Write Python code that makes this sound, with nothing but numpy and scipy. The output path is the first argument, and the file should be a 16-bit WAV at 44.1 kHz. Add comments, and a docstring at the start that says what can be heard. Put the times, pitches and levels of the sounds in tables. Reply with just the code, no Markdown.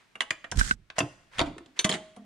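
"""Wrench on a nut in a cramped engine bay

A steel wrench clicks, clatters and slides on a nut: contacts are damped noise bursts, sliding is grainy noise.
Some blows ring the wrench or a metal pipe, or thud into panels: these are sums of decaying sine modes.
A hand bumps, rubs and taps the hand-held microphone, over low rumble, quiet air and a dying earlier clank.
The bay adds a short tail and the space around it a faint long one, both by convolution with decaying noise."""
import sys
import numpy as np
from scipy import signal
from scipy.fft import rfft, irfft
from scipy.io import wavfile
from scipy.ndimage import uniform_filter1d

SR = 44100
rng = np.random.default_rng(int(sys.argv[2]) if len(sys.argv) > 2 else 0)


def log_audio(samples):
    """Write samples as a 16-bit WAV file to the path given in sys.argv[1]."""
    # one column per channel
    frames = np.atleast_2d(samples).T
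    # limit to full scale, then quantise
    limited = np.clip(frames, -1, 1)
    pcm = np.round(limited * 32767).astype(np.int16)
    wavfile.write(sys.argv[1], SR, pcm)


N = 99225
TIME = np.arange(N) / SR

# Spectrum of the quiet air: (frequency [Hz], relative level [dB])
AIR_TONE = [(18, -26), (30, -14), (319, -7), (486, -15), (2120, -13), (8520, -27.5), (16000, -43.5)]
# Reflections in the engine bay: (frequency [Hz], level [dB], T60 [s])
BAY_TAIL = [(155, -12.5, 0.16), (650, -2.5, 0.24), (2000, -9, 0.098), (10300, -8, 0.096)]
# Reflections in the space around it: (frequency [Hz], level [dB], T60 [s])
SPACE_TAIL = [(150, -19, 0.81), (600, -19, 0.62), (1985, -17, 0.57), (9000, -19, 0.53)]
# Course of the handling rumble before panning: (time [s], level [dB])
RUMBLE_LEVEL = [(.1, -86), (.48, -76), (.55, -38.5), (.583, -24.5), (.61, -35), (.73, -38), (.8, -53),
                (.93, -65), (1.34, -75), (1.41, -36), (1.55, -59.5), (1.66, -75.5)]
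# Spectrum of the rumble: (frequency [Hz], relative level [dB])
RUMBLE_TONE = [(20, -2.5), (45, 1.5), (90, -2.5), (220, -12), (900, -48), (3000, -88)]
# The hand bumps the microphone as it lands and as it leaves: (time [s], level [dB])
BUMPS = [(0.5727, -6), (0.712, -36)]
# Skin rubbing the microphone, before grain and panning: (time [s], level [dB])
RUB_LEVEL = [(.556, -42), (.563, -40), (.569, -45), (.573, -26), (.579, -40), (.585, -31), (.591, -15.5),
             (.601, -20), (.613, -26.5), (.706, -28), (.738, -39.5), (.755, -61)]
# Spectrum of the rubbing: (frequency [Hz], relative level [dB])
RUB_TONE = [(180, -60), (300, -18), (978, -18), (1610, -3.5), (2700, -15.5), (3130, -12), (8090, -9),
            (14200, -37.5), (16000, -71)]
# Taps that ring the microphone port:
# (time [s], level [dB], frequency [Hz], T60 [s], snap relative to level [dB])
PORT_TAPS = [(.612, -1.5, 1534, 0.03, -23), (0.7104, -1.5, 1500, 0.035, -9.5)]
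# Spectrum of the snap in a tap: (frequency [Hz], relative level [dB])
SNAP_TONE = [(300, -22), (900, -19), (2200, -0.5), (4800, -13), (12000, -51)]
# The jaw sliding into place: (time [s], duration [s], level [dB])
SCRAPES = [(0.956, 0.058, -43.5), (1.311, 0.17, -50), (1.758, .04, -52.5)]
# Spectrum of sliding steel: (frequency [Hz], relative level [dB])
SCRAPE_TONE = [(100, -21.5), (700, 1), (2000, 5), (2800, -1.5), (9500, -18), (12000, -37.5)]
# Modes of the wrench: (frequency [Hz], relative level [dB], T60 [s])
WRENCH_MODES = [(3084, -3, .04), (3780, -2, .045), (4345, -1, .04), (6070, -4, .055), (6150, 0, .035),
                (8985, -15, .12), (10590, -19, .03), (11950, -33, .09), (14250, -31, .06)]
# Modes of the pipe: (frequency [Hz], relative level [dB], T60 [s])
PIPE_MODES = [(630.6, 0, 0.61), (1064, -5, 0.37), (2012, -1, 0.17), (3025, -6, .24)]
# Modes of a panel: (multiple of the pitch, relative level [dB], T60 before the length factor [s])
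PANEL_MODES = [(1, 3.5, 0.18), (1.16, -1, 0.21), (2.17, -5.5, 0.073), (3.35, -3, 0.078)]
# Blows that ring the free wrench: (time [s], level [dB])
WRENCH_BLOWS = [(1.7906, -15.5), (1.846, -22.5)]
# Blows that ring the pipe: (time [s], level [dB])
PIPE_BLOWS = [(1.846, -28.5)]
# Short pings of the jaw and the parts it strikes: (time [s], level [dB], frequency [Hz], T60 [s])
PINGS = [(0.1549, -36, 2830, 0.035), (.206, -18.5, 1998, 0.022), (.206, -16, 3230, 0.015),
         (0.2175, -27, 2890, 0.054), (0.3079, -9.5, 1886, 0.017), (.515, -27.5, 5780, 0.028),
         (.984, -17.5, 624, 0.049), (.987, -16.5, 2802, 0.035), (1.0043, -14, 2724, 0.025),
         (1.3935, -21.5, 3715, 0.049), (1.845, -10, 3380, 0.015), (1.892, -17.5, 3135, 0.052),
         (1.915, -13.5, 4030, 0.01), (1.9244, -17, 3310, 0.015)]
# Dull blows into panels and hoses: (time [s], level [dB], pitch [Hz], length factor)
THUDS = [(1.0052, -22.5, 300.4, 0.7), (1.03, -28, 121.7, 0.62), (1.413, -26.5, 294.3, 0.53),
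         (1.468, -32.5, 258.4, 0.79), (1.565, -37, 320, 0.27), (1.606, -40, 314, 0.27),
         (1.678, -58, 259, 1.24), (1.848, -17.5, 184, 0.38), (1.894, -28, 186.5, 1.2),
         (2.17, -48, 209.5, 2.7)]
# Contacts of the wrench:
# (time [s], bass [dB], low mids [dB], mids [dB], presence [dB], treble [dB], length factor)
CLICKS = [ (.154, -64, -50, -42.5, -61, -58, 1.17), (0.2057, -50.5, -38.5, -24, -27, -35, 1.2),
          (0.2173, -56.5, -38.5, -37.5, -40, -42, 0.96), (0.306, -44.5, -36, -23, -29.5, -31.5, 0.84),
          (.442, -56, -46, -37, -52, -60.5, 1.42), (0.5145, -47.5, -68, -43.5, -39.5, -35, 0.92),
          (.521, -40, -35.5, -34.5, -55, -73.5, 0.51), (.901, -54, -45, -37.5, -39.5, -54.5, 0.65),
          (.983, -33.5, -24, -31, -27.5, -31.5, 0.38), (.9878, -49, -29, -22.5, -38, -23, 1.13),
          (1.004, -30.5, -25.5, -27.5, -29.5, -41, 0.83), (1.383, -41.5, -41.5, -34, -36, -42.5, 1.7),
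          (1.3923, -34, -25.5, -25.5, -23, -37, 0.66), (1.401, -38, -26.5, -26, -28, -39.5, 1.72),
          (1.413, -34, -28.5, -39, -29, -44, 1.23), (1.458, -48, -50.5, -48.5, -48.5, -56.5, 5.6),
          (1.581, -53, -47.5, -47, -50, -54, 0.75), (1.66, -62, -59, -72.5, -57, -65, 0.83),
          (1.791, -59, -37.5, -32.5, -25, -30.5, 1.8), (1.844, -30.5, -41.5, -23.5, -26, -24, 0.91),
          (1.849, -38.5, -30, -25.5, -30.5, -27, 1.55), (1.8923, -41.5, -31.5, -28.5, -28, -28, 2.5),
          (1.914, -43.5, -45, -40, -29, -53, 1.7), (1.9235, -49, -36, -32, -30, -34.5, 3.1),
          (1.938, -40, -73, -30.5, -33.5, -38, 3), (2.163, -77, -52.5, -60, -58, -58.5, 1.5)]
# Bands of a click: (low edge [Hz], T60 before the length factor [s], left-right likeness)
CLICK_BANDS = [(118, 0.056, 0.99), (353, 0.055, 0.58), (1264, 0.033, 0.43), (2535, 0.027, 0.7),
               (4750, 0.034, 0.015)]
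# Resonances of nut and jaw that colour every click: (frequency [Hz], width [Hz], gain [dB])
JAW_RESONANCES = [(686, 84, 6.5), (1926, 490, 7), (3286, 1440, 9.5), (7060, 850, 5.5), (9790, 720, 6.5)]

AIR_DB = -67
FADING_DB, FADING_DB_PER_S = -61, 141  # starting level and rate of decay
SHAKE_DB, SHAKE_S = -38.5, 0.035  # rumble excited by blows, and its smoothing time
BUMP_HZ, BUMP_T60_S, BUMP_RISE_S, BUMP_LEFT_DB = 41.8, 0.24, 0.0081, -14.5  # final pitch
BUMP_GLIDE, BUMP_GLIDE_S = 1.5, 0.0087  # starting excess of pitch (share), time constant
RUB_LEFT_DB, RUB_RIGHT_DB, RUB_GRAIN_DB = -8.5, -3, 2
PORT_LEFT_DB = -3.5
THUMP_HZ, THUMP_DB, THUMP_T60_S = 216, -17, 0.034  # low part of a tap, level relative to the tap
# Shifting contact bends the pitch: rms share of each mode's frequency, and length of averaging
WRENCH_WAVER, PIPE_WAVER, PING_WAVER, PANEL_WAVER = 0.0037, 0.0016, 0.012, 0.053
WAVER_S = 0.0067
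TREBLE_EDGE_HZ, TOP_DB = 9690, -25.5  # level left above the edge
ATTACK_S, LEVEL_S = 0.00053, 0.0063  # base rise time; opening span that sets the click level
RIPPLE_DB, RIPPLE_HZ = 4, 201.7  # spread and spacing of random peaks
TOOL_LEFT_DB = -1  # left minus right
RING_SPACE_DB = -2.5  # small ringing parts carry less far than the blows
LIMIT_DB, LIMIT_SHARE, RECOVER_DB_PER_S = -24, 0.4, 26.5  # share of the excess level removed
CUTOFF_HZ = 16000


def amp(db):
    """Logarithmic level: converts decibels to an amplitude ratio."""
    return 10 ** (np.asarray(db) / 20)


def unit(x):
    """Power normalisation: scales to an rms of one."""
    return x / np.sqrt(np.mean(x ** 2) + 1e-20)


def curve(points):
    """Linear interpolation: a control curve at every sample."""
    return np.interp(TIME, *np.transpose(points))


def read(points, hz, axis=1):
    """Logarithmic frequency scale: interpolates a table column at the given frequencies."""
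    table = np.array(points, float)
    return np.interp(np.log(hz + 1), np.log(table[:, 0] + 1), table[:, axis])


def add(mix, start_s, sound):
    """Superposition: adds a sound to the mix at a given time."""
    part = mix[:, max(round(start_s * SR), 0):][:, :sound.shape[-1]]
    part += sound[..., :part.shape[1]]


def pair(z, same):
    """Interchannel correlation: sum and difference make two unrelated signals partly alike."""
    likeness = np.clip(same, -1, 1)
    common = np.sqrt((1 + likeness) / 2) * z[0]
    opposed = np.sqrt((1 - likeness) / 2) * z[1]
    return common + np.array([[1], [-1]]) * opposed


def noise(tone, same=0.46, size=N):
    """Spectral shaping: stereo noise of a given spectrum and left-right likeness."""
    gain = amp(read(tone, np.fft.rfftfreq(size, 1 / SR)))
    shaped = irfft(rfft(rng.standard_normal((2, size))) * gain, size)
    return unit(pair(shaped, same))


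def ring(modes, rise_s, waver=0):
    """Modal decay: damped sines of wavering pitch; high ones differ in phase between channels."""
    t, out = TIME[:SR], 0
    for hz, db, t60 in modes:
        phase = 2 * np.pi * rng.random() + np.array([[1], [-1]]) * min(hz / 7000, 1) ** 2
        bend = waver * unit(uniform_filter1d(rng.standard_normal(SR), int(WAVER_S * SR)))
        angle = 2 * np.pi * hz * np.cumsum(1 + bend) / SR
        out = out + amp(db - 60 * t / t60) * np.sin(angle + phase)
    return out * (1 - np.exp(-t / rise_s))


def air():
    """Stationary background noise: quiet air with a fixed spectrum."""
    return amp(AIR_DB) * noise(AIR_TONE, same=0.3)


def fading_clank():
    """Exponential decay: the noisy end of an earlier clank dies away."""
    return noise(SCRAPE_TONE) * amp(FADING_DB - FADING_DB_PER_S * TIME)


def tail(x, bands, delay_s):
    """Diffuse reverberation: convolution with noise whose level and decay vary with frequency."""
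    diffuse = pair(rng.standard_normal((2, SR)), 0.97)
    hz, t, z = signal.stft(diffuse, SR, nperseg=256)
    t60 = read(bands, hz, axis=2)[:, None]
    decay = amp(read(bands, hz)[:, None] - 60 * t / t60)
    z = z * decay * np.sqrt(2 * np.log(1000) / (t60 * SR))  # energy independent of T60
    build_up = np.minimum(TIME[:SR] / delay_s, 1) ** 2
    echo = signal.istft(z, SR, nperseg=256)[1][:, :SR] * build_up
    return signal.fftconvolve(x, echo, axes=1)[:, :N]


def rumble(tool):
    """Structure-borne vibration: low handling noise that swells as blows shake the microphone."""
    k = 1 / (SHAKE_S * SR)
    shake = np.sqrt(signal.lfilter([k], [1, k - 1], (tool ** 2).mean(0)))
    level = amp(curve(RUMBLE_LEVEL)) + amp(SHAKE_DB) * shake
    return noise(RUMBLE_TONE, same=1.0) * level * amp([[-4], [2]])


def rubbing():
    """Stick-slip friction: skin on the microphone makes noise of fluctuating level."""
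    grain = unit(uniform_filter1d(rng.standard_normal(N), 90))
    touching = (TIME > RUB_LEVEL[0][0]) & (TIME < RUB_LEVEL[-1][0])
    level = touching * amp(curve(RUB_LEVEL) + RUB_GRAIN_DB * grain)
    return noise(RUB_TONE, same=0.021) * level * amp([[RUB_LEFT_DB], [RUB_RIGHT_DB]])


def bumps():
    """Damped low oscillation: each bump starts high and settles in pitch."""
    t, out = TIME[:SR], np.zeros((2, N))
    turns = BUMP_HZ * (t + BUMP_GLIDE * BUMP_GLIDE_S * (1 - np.exp(-t / BUMP_GLIDE_S)))
    envelope = amp(-60 * t / BUMP_T60_S) * (1 - np.exp(-(t / BUMP_RISE_S) ** 2))
    bump = -np.sin(2 * np.pi * turns) * envelope
    for s, db in BUMPS:
        add(out, s, amp(db) * bump * amp([[BUMP_LEFT_DB], [0]]))
    return out


def port_taps():
    """Cavity resonance: a tap rings the microphone port, with a noisy snap and a low thump."""
    t, out = TIME[:SR], np.zeros((2, N))
    for s, db, hz, t60, snap_db in PORT_TAPS:
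        # opposite polarity in the two channels
        tone = ring([(hz, db, t60)], 0.000098) * np.array([[-amp(PORT_LEFT_DB)], [1]])
        envelope = amp(db + snap_db - 60 * t / 0.013) * (1 - np.exp(-t / 0.00037))
        snap = noise(SNAP_TONE, same=0.067, size=len(t)) * envelope
        thump = ring([(THUMP_HZ, db + THUMP_DB, THUMP_T60_S)], 0.0015)
        add(out, s, tone + snap + thump)
    return out


def scrapes():
    """Sliding friction: grainy noise as the jaw slides over the nut."""
    out = np.zeros((2, N))
    for s, duration, db in SCRAPES:
        size = int(duration * SR)
        grain = unit(uniform_filter1d(rng.exponential(1, N) ** 2, 60))[:size]
        slide = noise(SCRAPE_TONE)[:, :size] * grain * np.hanning(size) ** 0.36
        add(out, s, amp(db) * unit(slide))
    return out


def ringing():
    """Free vibration: wrench, pipe, jaw and panels sound their own modes after the blows."""
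    out = np.zeros((2, N))
    for s, db in WRENCH_BLOWS:
        add(out, s, amp(db) * ring(WRENCH_MODES, 0.001, WRENCH_WAVER))
    for s, db in PIPE_BLOWS:
        add(out, s, amp(db) * ring(PIPE_MODES, 0.0042, PIPE_WAVER))
    for s, db, hz, t60 in PINGS:
        add(out, s, ring([(hz, db, t60)], 0.0004, PING_WAVER))
    for s, db, hz, length in THUDS:
        modes = [(hz * k, db + mode_db, t60 * length) for k, mode_db, t60 in PANEL_MODES]
        add(out, s, ring(modes, 0.0029, PANEL_WAVER))
    return out


def ripple(hz):
    """Point excitation: each contact favours other modes, as random peaks and valleys in dB."""
    knots = np.arange(0, SR / 2, RIPPLE_HZ)
    heights = rng.standard_normal(len(hz))[:len(knots)]
    return RIPPLE_DB * np.interp(hz, knots, heights)


def click_shapes(hz):
    """Resonant filtering: the spectrum of each click band, coloured by nut and jaw."""
    peaks_db = sum(db / (1 + (2 * (hz - f) / width) ** 2) for f, width, db in JAW_RESONANCES)
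    colour = amp(peaks_db)
    edges = [band[0] for band in CLICK_BANDS]
    shapes = []
    for low, high in zip(edges, edges[1:]):
        shapes.append(colour / np.sqrt((1 + (low / hz) ** 12) * (1 + (hz / high) ** 12)))
    top_cut = amp(TOP_DB) + 1 / (1 + (hz / TREBLE_EDGE_HZ) ** 30)
    shapes.append(colour / np.sqrt(1 + (edges[-1] / hz) ** 12) * top_cut)
    return shapes


def clicks():
    """Impact excitation: each contact is a burst of dense, heavily damped modes."""
    t, out = TIME[:8192], np.zeros((2, N))
    hz = np.fft.rfftfreq(len(t), 1 / SR) + 1  # avoids division by zero
    shapes = click_shapes(hz)
    for s, *levels, length in CLICKS:
        contact = amp(ripple(hz))
        for db, shape, (edge_hz, t60, same) in zip(levels, shapes, CLICK_BANDS):
            spectrum = rfft(rng.standard_normal((2, len(t)))) * shape * contact
            burst = pair(irfft(spectrum), same)
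            attack = 1 - np.exp(-t / (ATTACK_S + 0.5 / edge_hz))  # low bands rise more slowly
            burst *= attack * amp(-60 * t / (t60 * length))
            opening_rms = np.sqrt(np.mean(burst[:, :int(LEVEL_S * SR)] ** 2))
            add(out, s, amp(db) * burst / opening_rms)
    return out


def scene():
    """Superposition of tool sounds, their reflections, handling noise and quiet air."""
    pan = amp(TOOL_LEFT_DB * np.array([[0.5], [-0.5]]))
    contacts = pan * (clicks() + scrapes())
    rings = pan * ringing()
    tool = contacts + rings
    bay = tail(tool, BAY_TAIL, 0.005)
    space = tail(contacts + amp(RING_SPACE_DB) * rings, SPACE_TAIL, 0.018)
    handling = rubbing() + bumps() + port_taps()
    return tool + bay + space + handling + rumble(tool) + air() + fading_clank()


def record(dry):
    """Dynamic compression: gain falls after loud peaks and recovers; then a low-pass limits the band."""
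    power_db = 10 * np.log10(abs(uniform_filter1d((dry ** 2).mean(0), 200)) + 1e-12)
    fall = TIME * RECOVER_DB_PER_S
    held_db = np.maximum.accumulate(power_db + fall) - fall  # peak level with a steady release
    over_db = np.maximum(held_db - LIMIT_DB, 0)
    smooth_db = signal.lfilter([1 / 400], [1, 1 / 400 - 1], over_db)
    ducked = dry * amp(-LIMIT_SHARE * smooth_db)
    low_pass = signal.firwin(255, CUTOFF_HZ, window=("kaiser", 9), fs=SR)
    return signal.oaconvolve(ducked, low_pass[None], "same")


dry = scene()
out = record(dry)
log_audio(out)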